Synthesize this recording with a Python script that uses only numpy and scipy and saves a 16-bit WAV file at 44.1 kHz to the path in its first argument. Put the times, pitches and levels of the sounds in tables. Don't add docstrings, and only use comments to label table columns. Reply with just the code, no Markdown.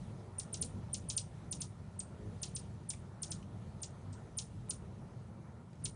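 import sys
import numpy as np
from scipy import signal
from scipy.fft import rfft, irfft, next_fast_len
from scipy.io import wavfile
from scipy.ndimage import uniform_filter1d, minimum_filter1d, map_coordinates

SR = 44100
rng = np.random.default_rng(int(sys.argv[2]) if len(sys.argv) > 2 else 0)


def digitize_waveform(pressure):
    field = np.atleast_2d(pressure).T
    bounded = np.clip(field, -1, 1)
    quanta = np.round(bounded * 32767).astype(np.int16)
    wavfile.write(sys.argv[1], SR, quanta)


def field_ratio(decibels):
    return 10 ** (np.asarray(decibels, dtype=float) / 20)


N = 262395

# (frequency [Hz], density [dB per Hz])
RUMBLE_SPECTRUM = [(12, -54), (20, -25.5), (102, 2), (177, -3), (209, -7.5), (264, -19), (330, -20.5),
                   (430, -37.5), (730, -120)]
DRONE_SPECTRUM = [(130, -43.5), (220, 0.5), (269, -13.5), (356, -4.5), (504, -9), (592, -9.5), (753, -11),
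                  (947, -11.5), (1120, -17), (1370, -16), (1610, -25), (1830, -24.5), (2400, -29),
                  (3120, -88), (5280, -120)]
HISS_SPECTRUM = [(1060, -32.5), (1800, -5), (2000, -12.5), (2360, -10), (2680, -9), (4020, -11),
                 (5030, -13.5), (6490, -12.5), (6940, -15), (10800, -14.5), (14100, -39), (22000, -120)]
# (time [s], level [dB])
TRAFFIC_LEVEL = [(0, -44.5), (.13, -45.5), (.24, -55.5), (.4, -48.5), (.68, -45), (.9, -47.5), (2.4, -47.5),
                 (3.2, -48.5), (3.33, -44.5), (3.45, -47), (4.15, -49), (4.57, -46.5), (4.8, -47.5),
                 (5.3, -49.5), (5.7, -52), (5.88, -44.5), (5.95, -48.5)]
# (time [s], strength [dB])
BREEZE_STRENGTH = [(0, 2), (.3, -2.5), (.6, 1.5), (.89, -1.5), (1.14, 1), (1.3, -1), (1.87, -4),
                   (2.48, 2.5), (2.7, -1.5), (3.2, -2.5), (3.33, 1.5), (3.45, -1.5), (4.7, -3), (5.1, -4),
                   (5.75, -6), (5.88, 1.5), (5.95, -15)]
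# (frequency [Hz], level [dB])
MACHINE_TONE = (594, -77)
# (frequency [Hz], 60 dB decay time [s])
YARD_DECAY = [(2000, 0.18), (5000, 0.16), (9300, 0.22)]
# (frequency [Hz], level [dB])
WING_OVERTONES = [(45, -7.5), (100, 3.5), (220, -0.5), (320, -13), (460, -9), (600, -26.5), (1000, -40.5)]
# (time [s], level [dB])
HOVER_LEVEL = [
    (0, -68.5),
    (1.2, -59.5),
    (2.0, -61),
    (4.4, -65.5),
    (5.1, -68.5),
    (5.95, -71),
]
# (time [s], half length [s], beat rate [Hz], peak level [dB])
WING_DARTS = [(0.129, 0.044, 47, -49), (0.274, .07, 48, -54), (0.628, 0.039, 41.3, -50),
              (0.766, 0.062, 48, -46.5), (.99, 0.075, 51.7, -51.5), (1.597, 0.068, 49, -54),
              (2.272, 0.067, 54.8, -46.5), (2.553, 0.097, 46.6, -53), (3.054, 0.053, 51.5, -55),
              (3.436, 0.096, 48.4, -54), (3.68, .1, 55, -57), (4.091, 0.056, 49.2, -54.5),
              (4.598, .13, 49, -54.5), (4.995, 0.037, 69, -56.5), (5.588, 0.057, 46.4, -56.5),
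              (5.858, 0.037, 49, -53.5)]
# (time [s], peak level [dB],
# ring frequency [Hz])
FEEDER_TICKS = [(.3822, -54, 5500), (.531, -56, 3000), (1.5995, -58, 5000), (1.6045, -50, 2600),
                (1.611, -54, 2600), (2.416, -58, 3400), (2.9357, -46.5, 2440), (3.2174, -62, 6000),
                (3.2965, -57, 3000), (3.4274, -56, 3060), (3.8053, -57, 2600), (4.3655, -61, 2400),
                (4.6875, -56, 2500), (5.7314, -59, 1800), (5.7544, -63, 6500)]
# (time of mid-dive [s], length of the arch before it [s], top pitch [Hz])
NEAR_CHIPS = [(0.399, .0166, 9400), (0.5435, .0158, 9400), (0.6257, .0138, 9500), (0.9447, .0152, 9400),
              (1.1012, .0146, 9400), (1.179, .0136, 9200), (1.5267, .0161, 9400), (1.619, .0146, 9400),
              (2.0042, .0139, 8900), (2.433, .0159, 9400), (2.5647, .0163, 9300), (2.9045, .0153, 9300),
              (3.2337, .0143, 9400), (3.319, .0143, 9200), (3.8338, .0164, 9300), (4.3872, .0161, 9600),
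              (4.708, .014, 9400), (5.8557, .0162, 9300)]
# (peak level [dB], dive over arch as the beak turns away [dB])
CHIP_AIMS = [(-37.5, -4), (-40, 1), (-34, -1.5), (-37.5, 1), (-41.5, 7), (-32, 0), (-39.5, 2), (-39.5, 1.5),
             (-36.5, -10.5), (-42, 6), (-39, 0.5), (-37.5, -0.5), (-38, 0.5), (-40, 1), (-42.5, 3),
             (-37.5, 3), (-36.5, -1.5), (-38, 1.5)]
# (time of mid-dive [s], top pitch [Hz], slowness [ratio], peak level [dB],
# dive level [dB], octave level [dB])
DISTANT_CHIPS = [
    (4.1306, 8630, 0.38, -58, -2, -33),
    (5.275, 9030, 0.63, -75, -14, -30),
]
# (time from mid-dive [ms], level [dB])
CHIP_SWELL = [(-18, -3), (-10, 0), (-7, 0), (-4, -2.5), (-2, -1), (0, 0), (2.2, -7.5), (3.1, -19),
              (4.2, -48)]

DRONE_DB, HISS_DB = -64.5, -73
DRONE_FOLLOWS = 0.22
HOVER_BEATS_HZ = 49
WALL_S, WALL_DB, SCATTER_DB = .0045, -9, -28.5
ECHO_PER_TURN = 0.24
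USUAL_DB, OCTAVE_DB, OCTAVE_GROWS = -39, -26, 4.5
USUAL_ARCH_S, USUAL_SLOW, SLOW_POWER = .015, .86, .4
RISE_S = .0019
CREST_MS = 12
CLIMB, BOTTOM = .16, .22
FALL, FALL_POWER = .404, 2.9
GATE_EDGE_HZ, GATE_DEPTH_DB = 9800, 29
GATE_SLOPE_DB, GATE_WAVER_DB = 16, 11


def unit(x):
    return x / np.sqrt(np.mean(x ** 2) + 1e-20)


def along(points, hz):
    f, v = np.transpose(points)
    return np.interp(np.log(hz + 1), np.log(f + 1), v)


def curves(rows):
    s, *cols = np.transpose(rows)
    return [np.interp(np.arange(N) / SR, s, c) for c in cols]


def wobble(rate):
    knots = rng.standard_normal(int(N * rate / SR) + 4)
    return map_coordinates(knots, [np.arange(N) * rate / SR])


def smooth_field(shape, bins, frames):
    across = uniform_filter1d(rng.standard_normal(shape), size=bins, axis=0)
    return uniform_filter1d(across, size=frames, axis=1)


def rush(spectrum, patchy_db):
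    _, _, z = signal.stft(rng.standard_normal(N + 2048), SR, nperseg=512)
    patches = unit(smooth_field(z.shape, 8, 8))
    x = signal.istft(z * field_ratio(patchy_db * patches), SR, nperseg=512)[1]
    m = next_fast_len(len(x))
    colour = field_ratio(along(spectrum, np.fft.rfftfreq(m, 1 / SR)))
    return unit(irfft(rfft(x, m) * colour, m)[:N])


def outdoors():
    breeze = curves(BREEZE_STRENGTH)[0]
    rumble_db = curves(TRAFFIC_LEVEL)[0] - 3.5 + 0.75 * wobble(7)
    drone_db = DRONE_DB + DRONE_FOLLOWS * breeze + 2.5 + 1.1 * wobble(5.31)
    hiss_db = HISS_DB + breeze + .4 + .6 * wobble(8)
    rumble = field_ratio(rumble_db) * rush(RUMBLE_SPECTRUM, patchy_db=0.33)
    drone = field_ratio(drone_db) * rush(DRONE_SPECTRUM, patchy_db=1.64)
    hiss = field_ratio(hiss_db) * rush(HISS_SPECTRUM, patchy_db=1.5)
    tone_hz, tone_db = MACHINE_TONE
    turns = np.cumsum(tone_hz + 3 * wobble(4)) / SR
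    machine = field_ratio(tone_db + 3 * wobble(3)) * np.sin(2 * np.pi * turns)
    return rumble + drone + machine + hiss


def bump(t, at, wide):
    return np.exp(-((t - at) / wide) ** 2)


def porch(delay, wall_db, scatter_db):
    _, t, z = signal.stft(hz_noise := rng.standard_normal(SR // 3), SR, nperseg=128)
    hz = np.fft.rfftfreq(128, 1 / SR)
    patches = 3 * unit(smooth_field(z.shape, 4, 3))
    decay_db = -60 * t / along(YARD_DECAY, hz)[:, None]
    yard = signal.istft(z * field_ratio(patches + decay_db), SR, nperseg=128)[1]
    t = np.arange(len(yard)) / SR
    yard *= 1 - np.exp(-(t / .003) ** 2)
    near, wall = bump(t, .0015, .001), bump(t, delay + .0008, .0014)
    posts, fence = bump(t, .0115, .003), bump(t, .033, .011)
    rough = rng.standard_normal(len(t))
    response = field_ratio(scatter_db - 5) * yard * (1 + 0.38 * fence)
    response += rough * (field_ratio(wall_db - 17.5) * wall + field_ratio(scatter_db - 3.5) * posts)
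    response += rough * field_ratio(-26) * near
    response[round(delay * SR)] += field_ratio(wall_db - 4)
    response[1:] -= 0.09 * response[:-1]
    response[2:] += 0.42 * response[:-2]
    response[rng.integers(20, 60)] += field_ratio(-10)
    response[0] = 1
    return response


def add(track, s, sound):
    part = track[round(s * SR):][:len(sound)]
    part += sound[:len(part)]


def flock():
    t, hover = np.arange(N) / SR, field_ratio(curves(HOVER_LEVEL)[0])
    beats, gain = HOVER_BEATS_HZ * hover, hover
    for s, half, beat_hz, db in WING_DARTS:
        near = field_ratio(db) * bump(t, s, half)
        beats = beats + beat_hz * near
        gain = gain + near
    return beats / gain, gain


def wings():
    rate, gain = flock()
    turns = np.cumsum(rate * (1 + 0.01202 * wobble(14))) / SR
    hum = np.zeros(N)
    for k in range(1, 16):
        strength = field_ratio(along(WING_OVERTONES, k * rate) + 6.0 * wobble(9))
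        hum += strength * np.sin(2 * np.pi * (k * turns + rng.random()))
    return field_ratio(-3.5) * gain * unit(hum)


def feeder():
    out, t = np.zeros(N), np.arange(SR // 40) / SR
    for s, db, hz in FEEDER_TICKS:
        modes = .4 * np.sin(2 * np.pi * hz * t) + .3 * np.sin(np.pi * hz * t)
        ring = modes * field_ratio(-60 * t / .014)
        crack = uniform_filter1d(rng.standard_normal(len(t)), size=3) * field_ratio(-60 * t / .012)
        add(out, s, field_ratio(db) * signal.fftconvolve(ring + crack, porch(.004, -9, -30)))
    return out


def glide(ms):
    after = ms + CREST_MS
    climb = CLIMB * (np.minimum(after, 0) / 10) ** 2
    fall = FALL * (np.maximum(after, 0) / CREST_MS) ** FALL_POWER
    return np.maximum(1 - climb - fall, BOTTOM)


def whistle(top_hz, slow, db, dive_db, octave_db, lead, rise):
    t = np.arange(-.03, .006, 1 / SR)
    ms = t * 1000 / slow
    pitch = top_hz * uniform_filter1d(glide(ms), size=60)
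    level_db = np.interp(ms, *np.transpose(CHIP_SWELL)) + dive_db * np.clip((ms + 5) / 4, 0, 1)
    level_db += map_coordinates(rng.standard_normal(20), [(t + .03) * 500])
    start = 1 / (1 + np.exp(-(t + lead - .5 * rise) / (.33 * rise)))
    start *= np.clip((t + lead + .0012) / .0008, 0, 1)
    phase = 2 * np.pi * np.cumsum(pitch) / SR
    octave = field_ratio(min(octave_db, -11) - 5 * np.clip(ms, 0, 9))
    tone = np.sin(phase) + octave * np.sin(2 * phase)
    return field_ratio(db + uniform_filter1d(level_db, size=30)) * start * tone


def birds():
    out = np.zeros(N)
    for (s, arch, top_hz), (db, turn_db) in zip(NEAR_CHIPS, CHIP_AIMS):
        chance = rng.standard_normal(3)
        slow = USUAL_SLOW * (arch / USUAL_ARCH_S) ** SLOW_POWER
        rise = RISE_S * field_ratio(1.5 * chance[0])
        octave_db = OCTAVE_DB + OCTAVE_GROWS * (db - USUAL_DB)
        chip = whistle(top_hz, slow, db, turn_db, octave_db, arch, rise)
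        echo_db = ECHO_PER_TURN * turn_db
        wall_db = WALL_DB + echo_db + 2 * chance[2]
        answer = porch(WALL_S + .0002 * chance[1], wall_db, SCATTER_DB + echo_db)
        add(out, s - .03, signal.fftconvolve(chip, answer))
    for s, *voice in DISTANT_CHIPS:
        chip = whistle(*voice, lead=.005, rise=.002)
        add(out, s - .03, signal.fftconvolve(chip, porch(.003, wall_db=0, scatter_db=-18)))
    return out


def scene():
    return (outdoors() + wings() + feeder() + birds())[None]


def gated_top(x):
    hz, _, z = signal.stft(x, SR, nperseg=1024)
    level = uniform_filter1d(abs(z) ** 2, size=5, axis=1)
    chip_power = level[:, (hz > 7000) & (hz < GATE_EDGE_HZ)].max(1)
    loud = -minimum_filter1d(-chip_power, size=4, axis=1)
    bands = rng.standard_normal((len(hz) // 8 + 1, z.shape[2] // 2 + 1))
    bands = bands.repeat(8, axis=0).repeat(2, axis=1)
    waver_db = GATE_WAVER_DB * bands[:len(hz), :z.shape[2]]
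    slope_db = GATE_SLOPE_DB * (hz[:, None] - GATE_EDGE_HZ) / 1000
    threshold = loud[:, None] * field_ratio(waver_db - 2 * GATE_DEPTH_DB + slope_db)
    keep = (hz[:, None] < GATE_EDGE_HZ) | (level > threshold)
    return signal.istft(z * keep, SR, nperseg=1024)[1][:, :N]


def top_cut(x):
    return signal.sosfilt(signal.butter(12, 10960, fs=SR, output="sos"), x)


def record(dry):
    m = next_fast_len(N + 4096)
    hz = np.fft.rfftfreq(m, 1 / SR)
    low_pass = [(10400, 2.5), (10800, -6.5), (11100, -21), (13000, -38), (16000, -60)]  # (Hz, dB)
    limited = irfft(rfft(dry, m) * field_ratio(along(low_pass, hz)), m)[:, :N]
    return top_cut(gated_top(limited))


dry = scene()
out = record(dry)
digitize_waveform(out)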